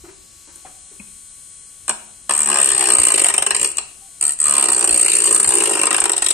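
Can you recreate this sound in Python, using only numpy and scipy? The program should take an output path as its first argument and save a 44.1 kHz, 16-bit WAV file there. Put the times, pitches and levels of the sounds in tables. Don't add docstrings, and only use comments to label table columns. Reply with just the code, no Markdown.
import sys
import numpy as np
from scipy import signal
from scipy.fft import rfft, irfft, next_fast_len
from scipy.io import wavfile
from scipy.ndimage import uniform_filter1d, minimum_filter1d, map_coordinates

SR = 44100
rng = np.random.default_rng(int(sys.argv[2]) if len(sys.argv) > 2 else 0)


def elevation(decibels):
    levels = np.asarray(decibels, float)
    return 10 ** (levels / 20)


def materialize(psi):
    bounded = np.clip(np.atleast_2d(psi).T, -1, 1)
    quanta = np.round(bounded * 32767).astype(np.int16)
    wavfile.write(sys.argv[1], SR, quanta)


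N = 279153
TIME = np.arange(N) / SR
FREE_SPEED = 74

# start_s, speed [turns per s]
CUT_SPEEDS = [
    [(2.29, 69.94), (2.38, 74.52), (2.58, 69.6), (2.96, 61.61), (3.17, 53.29), (3.23, 43)],
    [(3.58, 54.6), (3.65, 69.33), (3.725, 71.91)],
    [(4.205, 73.47), (4.345, 72.57)],
    [(4.38, 79.19), (4.54, 69.4), (4.99, 57.71), (5.38, 56.43), (5.46, 67.45), (5.64, 56.25), (5.76, 47.67),
     (5.806, 49.3)],
]
# start_s, slot_ring_db, chip_hiss_db, lean_left_db
SLOT_MOVES = [(1.88, -2.5, 3, -0.5), (2.3, -2.5, 0, 0), (2.55, -4.5, 1, 1.5), (2.75, -0.5, -0.5, 1),
              (2.95, 0, 0.5, 1.5), (3.15, -1, -2, 0), (3.35, -14, -0.5, 0), (3.55, -1, 0, -1),
              (3.8, 0, 1.5, 2), (4.25, 7.5, -5, 0.5), (4.55, 1, 2.5, 0), (4.75, 6.5, 0, -2.5),
              (5.15, 2, -1, 1), (5.35, 5.5, 1, 0), (5.55, -1, 1, 1.5), (5.75, -5.5, 0, 0.5),
              (6.1, -5, 3, 0), (6.3, -1, 6, 1)]


def unit(x):
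    return x / np.sqrt(np.mean(x ** 2) + 1e-20)


def along(points, hz):
    f, v = np.transpose(points)
    return np.interp(np.log(hz + 1), np.log(f + 1), v)


def wobble(rate):
    return map_coordinates(rng.standard_normal(int(N * rate / SR) + 4), [TIME * rate])


def filtered(x, response):
    m = next_fast_len(N + SR // 2)
    return irfft(rfft(x, m) * response(np.fft.rfftfreq(m, 1 / SR)), m)[..., :N]


def resonate(x, modes):
    def shape(f):
        total = 0
        for k, (centre, width, db) in enumerate(modes):
            damping = max(width, centre / 36 * (centre < 11000))
            total = total + (-1) ** k * elevation(db) * 1j * f * width / (centre ** 2 - f ** 2 + 1j * f * damping)
        return total
    return filtered(x, lambda f: shape(f) / np.sqrt(np.mean(abs(shape(f)) ** 2)))


def shaft():
    # start_s, speed [turns per s]
    idle = [(0, 74.83), (1.87, 74.78), (1.93, 73.6), (2.1, 74.65), (2.28, 74.75), (3.5, 50), (3.9, 74.6),
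            (4.19, 74.9), (6.33, 46)]
    return np.interp(TIME, *np.transpose(sorted(idle + sum(CUT_SPEEDS, []))))


def ports(x, send):
    # pitch_hz, left_minus_right_db
    lean = [(60, 13.5), (130, -3), (290, 4), (600, -3), (1300, 3.5), (2600, 6.5), (5000, 2), (8400, 1),
            (12000, 2.5)]
    # pitch_hz, left_lead [rad]
    lead = [(100, 0), (1030, -.1), (1980, -1.3), (2930, -.5), (4000, -2.5), (5250, -2.7), (7240, .2),
            (8530, 0), (11200, -1.5)]
    # pitch_hz, t60_s
    room = [(200, 1), (1000, 0.53), (3000, 0.48), (8000, 0.34), (14000, 0.045)]
    half = np.array([[.5], [-.5]])
    direct = filtered(x, lambda hz: elevation(half * along(lean, hz)) * np.exp(1j * half * along(lead, hz)))
    hz, t, z = signal.stft(rng.standard_normal((3, 2, SR // 2)), SR, nperseg=256)
    late_tail = elevation(-60 * t / along(room, hz)[:, None])
    bench_echoes = elevation(10.5 - 60 * t / 0.024)
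    side = elevation(half[:, :, None] * along(lean, hz)[:, None])
    tails = signal.istft(z * (late_tail + bench_echoes) * side, SR, nperseg=256)[1]
    tails = tails / np.sqrt(np.sum(tails ** 2) / 6)
    paths = np.array([wobble(6) for _ in tails])
    sends = np.pad(send * paths / np.linalg.norm(paths, axis=0), ((0, 0), (60, 0)))
    echoes = signal.fftconvolve(sends[:, None], tails, axes=2).sum(axis=0)
    return direct + echoes[:, :N]


def air():
    # pitch_hz, level [dB per Hz]
    hush_colour = [(12, -30), (20, 7.5), (150, -3), (400, -9.5), (900, -17), (1400, -17.5), (4000, -11.5),
                   (8400, -17.5), (12400, -40), (15500, -47)]
    # start_s, level_db
    puff_list = [(0.02, -52), (.54, -56), (1.02, -52), (1.85, -62), (2.75, -47), (3.0, -38), (3.4, -41),
                 (3.631, -39), (4.23, -47), (4.48, -48), (4.74, -53), (4.93, -38.5), (5.18, -48),
                 (5.48, -37), (5.59, -45), (6.02, -42)]
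    draught_colour = [(12, -52), (25, 3.0), (60, 10.5), (110, 1.0), (200, -3.0), (400, -120)]  # Hz, dB
    hiss = rng.standard_normal((2, N)) + 1.45 * rng.standard_normal(N)
    hush = unit(filtered(hiss, lambda hz: elevation(along(hush_colour, hz))))
    low = rng.standard_normal((2, N)) + 3.6 * rng.standard_normal(N)
    draught = unit(filtered(low, lambda hz: elevation(along(draught_colour, hz))))
    steady = elevation(-61 + .2 * (FREE_SPEED - shaft()) + 2 * wobble(14))
    puff_s = .02
    puffs = sum(elevation(db) * np.exp(-((TIME - s) / puff_s) ** 2) for s, db in puff_list)
    return elevation(-54.5) * hush + (steady + puffs) * elevation(np.array([[1.5], [-1.5]])) * draught


def bench():
    # start_s, peak_db, pitch_hz, t60_s, crack_db (against the ring)
    knocks = [(0.036, -42, 362.5, 0.25, 9.5), (0.07, -43.5, 343, 0.15, -10),
              (0.084, -33, 2610, 0.0092, -1.5), (0.471, -59, 315, 0.31, 23),
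              (.556, -25.5, 9150, 0.011, -18), (.556, -31.5, 7000, 0.011, -18),
              (0.649, -34.5, 752, 0.054, 4), (0.912, -48, 382, 0.17, 6), (0.996, -33, 220, 0.049, -26),
              (0.995, -37.5, 2450, 0.04, -2), (1.667, -53, 210, 0.043, -3)]
    # start_s, pitch_hz, level_db
    creak_path = [
        (3.999, 795, -95),
        (4.02, 778, -51),
        (4.075, 777, -55.5),
        (4.09, 670, -54),
        (4.12, 680, -68),
    ]
    out, t = np.zeros(N + SR), np.arange(SR // 2) / SR
    for s, db, hz, t60, crack_db in knocks:
        spread = [[.075 if hz < 5000 else .025], [.3]]
        ratio, life = np.exp(rng.normal(0, spread, (2, 9))[..., None])
        ring = np.sum(np.sin(2 * np.pi * hz * ratio * t) * elevation(-2 - 60 * t / (t60 * life)), axis=0)
        noise = uniform_filter1d(uniform_filter1d(rng.standard_normal(len(t)), size=9), size=9)
        crack = noise * elevation(crack_db - 60 * t / 0.24)
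        onset = (1 - np.exp(-t / (.0015 + 1.2 / hz))) ** 2
        out[round(s * SR):][:len(t)] += elevation(db) * (ring + crack) * onset
    s, hz, db = np.transpose(creak_path)
    creak_level = elevation(np.interp(TIME, s, db, -120, -120) + 1.5 * wobble(48))
    creak = creak_level * np.sin(2 * np.pi * np.cumsum(np.interp(TIME, s, hz)) / SR)
    sound = out[:N] + creak
    return ports(sound, elevation(-4.0) * sound)


def motor():
    # start_s, level_db
    whine_level = [
        [(0.0, -44.5), (0.568, -45), (1.014, -46), (1.538, -45.5), (1.86, -46.5)],
        [(2.05, -45.5), (2.28, -47.5)],
        [(3.95, -46), (4.19, -45.5)],
    ]
    # pitch_hz, level [dB per Hz]
    whine_colour = [(240, -70), (400, -50), (860, -23), (3700, -19), (4100, -14.5), (4700, -21),
                    (6500, -7.5), (8200, 1.5), (9500, -1.5), (10300, -7.5), (12500, -18), (15500, -30)]
    # shaft_order, far_db, near_db (over their neighbours, tool far or near)
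    strong = [(15, 14, 20), (19, 0, 6), (20, 6, 12), (22, -4, -6), (26, -8, -1), (28, -2, -10), (30, 2, 7),
              (37, 1, -8), (38, 4, 6), (39, 1, -8), (40, -4, -8), (41, 0, 7), (42, -8, 0), (43, -4, 6),
              (44, 1, 10), (47, -11, -17), (49, 1, -10), (52, -8, -17), (54, 2, 6), (55, 11, 6), (57, 1, 9),
              (59, -13, -2), (61, -2, -7), (62, 10, 0), (63, -5, -25), (64, -5, -9), (66, 0, 7),
              (67, -11, -17), (68, 14, 7), (69, -7, -15), (70, 4, -7), (71, 9, 5), (72, -7, -19),
              (74, 8, 8), (75, -15, 0), (78, -7, -7), (79, -21, -7), (82, 4, 10), (84, -2, -15),
              (85, -27, -2), (92, -13, 1), (95, -8, -7), (96, 0, -9), (97, -11, -2), (103, 4, 6),
              (106, -5, -6), (107, -18, -1), (110, 14, 8), (114, 1, -9), (118, -3, -9), (121, -4, -11),
              (125, 4, 10), (129, 1, 6), (130, 3, 6), (134, -8, -5), (140, 3, 6)]
    # start_s, upper_whine_db
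    vents = [(0, -12), (.5, -12), (.67, -5.5), (1.08, 0), (1.56, 0), (1.86, -1.5), (2.28, -2), (4.19, -1.5)]
    turns = np.cumsum(shaft()) / SR
    order = np.arange(8193)
    db = along(whine_colour, order * 73.3) + 1.5 * rng.standard_normal((3, 2, 8193))
    for k, far_db, near_db in strong:
        db[..., round(k)] += np.clip([[far_db], [near_db], [near_db]], -20, 16 if k < 30 else 10)
    phase = rng.uniform(0, 2 * np.pi, 8193)
    phase = phase + .6 * rng.standard_normal((2, 8193)) + .5 * rng.standard_normal((3, 2, 8193))
    turn = unit(irfft(elevation(db) * np.exp(1j * phase) * (order < 205)))
    place = (turns % 1 * turn.shape[-1]).astype(int)
    far_level = np.interp(TIME, [.3, .95], [14, -20])
    drift = elevation([far_level, 4 * wobble(0.085), 4 * wobble(11.0)])
    drift = drift / np.linalg.norm(drift, axis=0)
    comb = np.sum(turn[:, :, place] * drift[:, None], axis=0)
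    hiss = unit(filtered(rng.standard_normal((2, N)), lambda hz: elevation(along(whine_colour, hz))))
    vent_hz, vent_width_hz = 8930, 1450
    vent = filtered(comb, lambda hz: np.exp(-((hz - vent_hz) / vent_width_hz) ** 2))
    comb = comb + (elevation(np.interp(TIME, *np.transpose(vents))) - 1) * vent
    level_db = np.interp(TIME, *np.transpose(np.vstack(whine_level)))
    return elevation(level_db + np.array([[3], [-2]])) * (comb + elevation(-9.5) * hiss)


def ping():
    # start_s, level_db
    glances = [(1.895, -39), (2.545, -25), (3.4212, -42), (3.566, -25), (3.646, -34), (3.784, -36),
               (5.445, -22)]
    ping_hz, t60_s = 7628, .35
    start, db = np.transpose(glances)[:, :, None]
    since = TIME - start
    level = np.sum((since > 0) * elevation(db - 60 * abs(since) / t60_s), axis=0)
    tone = np.sin(2 * np.pi * ping_hz * TIME + 0.44 * wobble(35))
    return level * elevation(1.5 * wobble(37)) * tone * np.ones((2, 1))


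def bites():
    start_turn = (.568, -.124, .424, .164)
    # start_s, pressure_db, depth_db
    hand_moves = [
        [(2.31, -17.5, -9), (2.33, -17.5, -21.5), (2.46, -17.5, -17), (2.49, -18, -10.5), (2.56, -19, -7.5),
         (2.63, -14, -19.5), (2.86, -17, -13), (2.96, -15, -16), (3.23, -15, -15)],
        [(3.6, -17, -26), (3.65, -16, -17), (3.7, -29, -46)],
        [(4.22, -17.5, -26.5), (4.3, -18.5, -27.5), (4.34, -28, -32)],
        [(4.389, -28, -25), (4.403, -15.5, -29), (4.47, -15.5, -16), (4.55, -17, -14.5), (4.85, -16, -16.5),
         (5.02, -14.5, -23.5), (5.3, -13, -21), (5.55, -13.5, -15), (5.8, -18.5, -12)],
    ]
    # start_s, peak_db, depth_db, arc_ms
    touches = [(1.8802, -5.5, -8.5, 0.43), (1.8937, -4.5, -11.5, 1.8), (1.9078, -19, -8, 2.8),
               (3.7709, -8, -29, 0.74), (3.7826, -8, -15, 2.1), (3.7966, -36, -21, 1.9)]
    # start_s, peak_db, depth_db, arc_ms
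    first_bounces = [(3.238, -5, -23, 2.3), (3.2432, -3, -14, 2.4), (3.258, -12, -12.5, 4.5),
                     (3.2652, -5, -15, 2.4), (3.281, -17, -19, 2), (3.2848, -4, -18, 3.3),
                     (3.298, -12, -12, 7.1), (3.3255, -36, -14, 2.9), (3.339, -5.5, -14.5, 2.7),
                     (3.3438, -7, -14, 1.2), (3.364, -15, -28, 3.1), (3.3787, -6.5, -13, 4.3),
                     (3.4212, -8.5, -13, 5.2), (3.4635, -7, -12.5, 3.3), (3.468, -10.5, -16.5, 3.8),
                     (3.5067, -4, -11, 2.3), (3.5465, -7.5, -12.5, 2.7), (3.5505, -11, -15, 2.5),
                     (3.564, -9.5, -23, 5.3), (3.5873, -34, -32, 2.4)]
    # start_s, peak_db, depth_db, arc_ms
    last_bounces = [(5.8141, -7.5, -18, 4.1), (5.833, -3.5, -10, 1.9), (5.855, -6, -26, 3.4),
                    (5.868, -8.5, -10.5, 4.2), (5.9062, -6, -16, 1.5), (5.9098, -12, -8, 2.9),
                    (5.928, -8.5, -17, 2.8), (5.9439, -8, -11.5, 2.6), (5.9651, -7.5, -38, 2.1),
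                    (5.981, -1, -7, 0.23), (6.0013, -7, -57, 4.9), (6.017, -17, -7, 4.3),
                    (6.04, -1.5, -16, 0.78), (6.055, -10.5, -12, 4.2), (6.08, -22, -12, 1.2),
                    (6.0943, -5.5, -12.5, 2.1), (6.1184, -4, -26, 1.14), (6.1322, -11, -11, 2.3),
                    (6.164, -11.5, -23, 3.9), (6.178, -8, -23, 3.5), (6.2209, -8.5, -16.5, 5.4),
                    (6.2425, -11.5, -26, 5.9), (6.262, -6, -16, 4.1), (6.285, -2, -31, 2),
                    (6.303, -8, -20, 8.4), (6.3254, -35, -13, 2.9)]
    # start_s, level_db (over the usual bite)
    uneven = [(2.326, -2), (2.366, -2.5), (2.407, 2), (2.421, 0), (2.449, -6), (2.503, 1.5), (2.517, -1.5),
              (2.603, 0.5), (2.736, -3.5), (2.75, 1), (2.766, -4.5), (2.78, 1.5), (2.81, 1.5),
              (2.857, -0.5), (2.904, 2.5), (2.969, -4), (2.986, -1), (3.02, -2.5), (3.104, -3), (3.161, -3),
              (3.615, 2), (3.631, -0.5), (3.646, 4.5), (3.661, -1), (3.691, 1), (4.228, 1.5), (4.241, -1),
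              (4.255, 1), (4.296, -0.5), (4.431, -3.5), (4.471, -0.5), (4.583, 4.5), (4.627, 3),
              (4.673, -9), (4.688, 2.5), (4.765, -1), (4.783, -2.5), (4.843, 4), (4.861, -13), (4.895, 0),
              (4.927, 0.5), (4.961, -2.0), (5.047, -1.5), (5.116, -1.5), (5.294, -3), (5.348, 1),
              (5.383, -6.5), (5.415, -9.5), (5.43, -3), (5.461, -5.5), (5.476, 0.5), (5.587, 0.5),
              (5.817, -9)]
    rows = []
    for table, load in ((touches, -1.2), (first_bounces + last_bounces, 7.9)):
        for s, db, depth_db, ms in table:
            energy_db = db - 31.5 + 10 * np.log10(ms)
            rows.append((s, energy_db, 0, depth_db, load, ms / 1000))
    for speeds, first, hand in zip(CUT_SPEEDS, start_turn, hand_moves):
        s, rate = np.transpose(speeds)
        t = TIME[(TIME > s[0]) & (TIME < s[-1])]
        turns = first + np.cumsum(np.interp(t, s, rate)) / SR
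        middle = np.interp(np.arange(1, int(turns[-1]) + 1), turns, t)
        speed = np.interp(middle, s, rate)
        load = np.clip(FREE_SPEED - speed, 0, 30)
        luck = rng.standard_normal((len(middle), 3)) * np.clip(.5 + load / 16, 0, 1.1)[:, None]
        arc = .0026 + .00022 * load
        when, press_db, depth_db = np.transpose(hand)
        jitter_s = (.0001 + .00004 * load) * luck[:, 1]
        start = middle - arc / 2 - .0008 + jitter_s
        energy_db = np.interp(middle, when, press_db) - 10 * np.log10(speed)
        energy_db += sum(db * (abs(middle - at) < .45 / speed) for at, db in uneven)
        depth = np.interp(middle, when, depth_db)
        rows += list(zip(start, energy_db, .8 * luck[:, 2], depth, load, arc * elevation(1.9 * luck[:, 0])))
    start, energy_db, rim_db, depth_db, load, arc = np.transpose(rows)
    edge_db = -4.5 + 0.78 * depth_db + 0.21 * load
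    boom_db = -12 + 0.64 * depth_db + 0.74 * np.minimum(load, 12.8)
    scatter_db = 2.4 * load / 14 * rng.standard_normal((len(arc), 3)).T
    pipe_db = np.array([edge_db, depth_db, boom_db]) - rim_db + scatter_db
    return np.array([start, energy_db + rim_db, *pipe_db, arc]).T


def held(x):
    # start_s, pitch_hz
    seat = [(2.3, 990), (2.45, 1170), (2.54, 970), (2.6, 746), (2.67, 1010), (2.79, 780), (3.3, 1070),
            (3.36, 845), (3.52, 975), (4.2, 1370), (4.4, 1320), (4.55, 1040), (4.94, 770), (5.03, 1370),
            (5.68, 870), (5.98, 1220), (6.17, 730), (6.3, 970)]
    seat_db, seat_octaves, patchy_db = 4.5, 0.23, 2
    slot_hz, slot_width_hz, thud_hz = 4490, 420, 270
    hz, t, z = signal.stft(x, SR, nperseg=512)
    hz = hz[:, None]
    seat_hz = np.interp(t, *np.transpose(seat))
    field = uniform_filter1d(rng.standard_normal(z.shape[1:]), size=3, axis=0)
    field = uniform_filter1d(field, size=14, axis=1)
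    db = seat_db * np.exp(-(np.log2((hz + 1) / seat_hz) / seat_octaves) ** 2) + patchy_db * unit(field)
    when, slot_db, chip_db, _ = np.transpose(SLOT_MOVES)
    slot_ring = np.exp(-((hz - slot_hz) / slot_width_hz) ** 2)
    chip_band = (hz > 3300) & (hz < 6960)
    db += slot_ring * np.interp(t, when, slot_db)
    db += (1 - slot_ring) * chip_band * np.interp(t, when, chip_db)
    lost_speed = np.clip(FREE_SPEED - np.interp(t, TIME, shaft()), 0, 25)
    db += -.45 * (hz < thud_hz) * lost_speed
    return signal.istft(z * elevation(db), SR, nperseg=512)[1][:, :N]


def disc():
    # pitch_hz, width_hz, level_db
    disc_modes = [(6770, 16, 4), (7570, 550, -7.5), (8000, 120, -41), (8200, 170, -55), (9064, 337, 2),
                  (9144, 1750, -7.5), (11850, 770, -18), (13100, 120, -32), (13800, 570, -27.5)]
    # pitch_hz, width_hz, level_db
    skin_modes = [(1836, 120, -6.5), (2450, 460, -6.5), (2862, 283, -2.5), (3968, 1110, -10.5),
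                  (4360, 590, -5.5), (5290, 1100, -14)]
    # pitch_hz, width_hz, level_db
    wall_modes = [(734, 144, 0), (951, 24, 3), (1041, 76, -0.5), (1242, 34, 4), (1321, 46, -2),
                  (1640, 220, -2.5)]
    # pitch_hz, width_hz, level_db
    boom_modes = [(149.6, 7.9, -12), (220.7, 10.6, -3), (336.7, 42, -3), (400.6, 6.2, 5), (452.8, 17, -5),
                  (560.6, 12, -2)]
    # pitch_hz, width_hz, level_db
    crack_modes = [(3780, 570, 2), (5080, 1000, -5), (6630, 400, 0.5)]
    # start_s, pitch_hz
    squeal_path = [(1.9, 8240), (2.3, 8390), (2.45, 8180), (2.6, 8410), (2.75, 8270), (2.9, 8370),
                   (3.55, 8425), (3.62, 8430), (3.79, 8150), (4.2, 8510), (4.4, 8210), (4.6, 8320),
                   (5.03, 8420), (5.68, 8390), (6.0, 8330), (6.3, 8050)]
    # start_s, boom_freed_db, edge_freed_db, trailing_rub [share 0-1]
    grip_moves = [(1.88, 2, 0.5, 0.23), (2.3, -2, 0.5, 0.21), (2.55, 1.5, 0.5, 0.24), (2.75, -1.5, 2, 0.47),
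                  (2.95, -4, -1, 0.07), (3.2, -3, 1, 0.7), (3.4, 3, 3, 0.34), (3.65, -0.5, 3, 0.48),
                  (3.8, -3.5, 6, 0.01), (4.25, -3.5, 5.5, 0.14), (4.5, -0.5, -1, 0.4),
                  (4.8, -1.5, -2, 0.26), (5.1, -3, 3.5, 0.5), (5.4, -0.5, -3, 0.52), (5.7, -1.5, -4, 0.8),
                  (5.9, 3, 5, 0.16), (6.1, 0.5, 3, 0.15), (6.3, 3.5, 6, 0.8)]
    start, energy_db, edge_db, wall_db, boom_db, arc = bites().T[:, :, None]
    t = np.arange(1024) / SR
    grip = (1 - np.exp(-t / ((.11 + 26 * arc) * arc))) * np.exp(-(t / arc) ** 3)
    slips = uniform_filter1d(uniform_filter1d(rng.standard_normal(grip.shape), size=50), size=50)
    grip = grip * elevation(3 * np.clip(arc / .005, 0, 1) * unit(slips))
    when, *held_by = np.transpose(grip_moves)
    free_db, open_db, rub = [np.interp(start, when, c) for c in held_by]
    shape = grip + np.clip(rub, 0, 1) * np.exp(-t / .009)
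    scale = elevation(energy_db) / np.sqrt(np.sum(shape ** 2, axis=1, keepdims=True) / SR)
    index = (np.round(start * SR).astype(int) + np.arange(1024)).ravel()

    def lay(rows, late):
        return np.bincount(index + round(late), rows.ravel(), N + 2048)[:N]

    luck = rng.standard_normal((len(arc), 2))
    flutter = unit(uniform_filter1d(rng.standard_normal(shape.shape), size=40))
    pitch_hz = np.interp(start, *np.transpose(squeal_path)) + 65 * luck[:, :1] + 110 * flutter
    turn = np.cumsum(pitch_hz, axis=1) / SR
    swell = uniform_filter1d(grip, size=24, origin=11)
    tone = swell * np.sin(2 * np.pi * turn) * (1 + .25 * flutter[::-1])
    squeal = lay(elevation(3) * scale * tone, 0)
    blow = (t < .5 / SR) * np.sqrt(arc * SR)
    cut_db = edge_db + open_db
    # modes, level dB, delay in samples, echo dB, share of blow, difference between ports
    bodies = ((disc_modes, -8, 0, -3, .1, .6),
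              (skin_modes, cut_db, 70, -2, .3, .7),
              (wall_modes, wall_db, 60, -2, .75, .5),
              (boom_modes, boom_db + free_db, 80, -6, .8, .15),
              (crack_modes, cut_db - 10, 10, -4, .6, .6))
    rings = []
    for modes, db, late, wet_db, blow_share, apart in bodies:
        chips = rng.standard_normal((3, *shape.shape))
        force = []
        for c in chips[1:]:
            scrape = shape * (chips[0] + apart * c)
            force.append(lay(scale * elevation(db) * (blow_share * blow + (1 - blow_share) * scrape), late))
        ring = resonate(np.array(force), modes)
        rings.append([*ring, elevation(wet_db) * ring[0]])
    left, right, send = rings[0] + held(np.sum(rings[1:], axis=0))
    when, _, _, lean_left_db = np.transpose(SLOT_MOVES)
    lean_db = np.interp(TIME, when, lean_left_db)
    sound = ports(squeal + np.array([left, right]), send + elevation(-3.5) * squeal)
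    return sound * elevation([lean_db / 2, -lean_db / 2])


def scene():
    return air() + bench() + motor() + ping() + disc()


def starved(x):
    # pitch_hz, level_db (against the nearby bands)
    floor = [(500, -40), (3200, -6.5), (3700, -3.5), (4400, -4), (6000, -4), (8500, -9), (10100, -5),
             (10800, 1), (11600, -1), (12400, 3), (13300, 6), (14300, -2), (15500, 6)]
    hz, _, z = signal.stft(x, SR, nperseg=2048)
    power = np.mean(abs(z[:, :1024].reshape(2, 128, 8, -1)) ** 2, axis=(0, 2))
    db = 10 * np.log10(power + 1e-20)
    luck = 2.4 * unit(uniform_filter1d(rng.standard_normal(db.shape), size=4, axis=1))
    luck[60:] = 4 * unit(uniform_filter1d(luck[60:], size=7, axis=0))
    kept = db - uniform_filter1d(db, size=19, axis=0) > along(floor, hz[4:1024:8])[:, None] + luck
    z[:, :1024] *= np.repeat(kept, 8, axis=0)
    return signal.istft(z, SR, nperseg=2048)[1][:, :N]


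def gapped(x):
    gap_db, luck_db, from_hz = 12, 9, 3300
    hz, _, z = signal.stft(x, SR, nperseg=256)
    power = np.mean(abs(z[:, :128].reshape(2, 32, 4, -1)) ** 2, axis=(0, 2))
    db = 10 * np.log10(power + 1e-20)
    whole = 10 * np.log10(np.mean(abs(z) ** 2, axis=(0, 1)) + 1e-20)
    before, after = [-minimum_filter1d(-whole, size=13, origin=o) for o in (6, -6)]
    quiet = np.minimum(before, after) - whole > gap_db
    band = hz[2:128:4, None]
    weak = db - uniform_filter1d(db, size=9, axis=1) + 2 < luck_db * rng.standard_normal(db.shape)
    beside_rim = (band > from_hz) & ((band < 7000) | (band > 10000))
    z[:, :128] *= np.repeat(~(quiet & weak & beside_rim), 4, axis=0)
    return signal.istft(z, SR, nperseg=256)[1][:, :N]


def top_cut(x):
    return signal.sosfilt(signal.butter(12, 15940, fs=SR, output="sos"), x)


def record(dry):
    # pitch_hz, level_db
    port_colour = [(20, -3), (9300, 1.5), (10300, -3), (10900, -4.5), (11550, -3), (12300, 3.5),
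                   (14000, -9.5), (16000, -12.5)]
    clipped = dry / (1 + abs(dry / .76) ** 5) ** (1 / 5)
    coloured = filtered(clipped, lambda hz: elevation(along(port_colour, hz)))
    heard = gapped(starved(coloured))
    return top_cut(np.clip(heard, -1, 1))


dry = scene()
out = record(dry)
materialize(out)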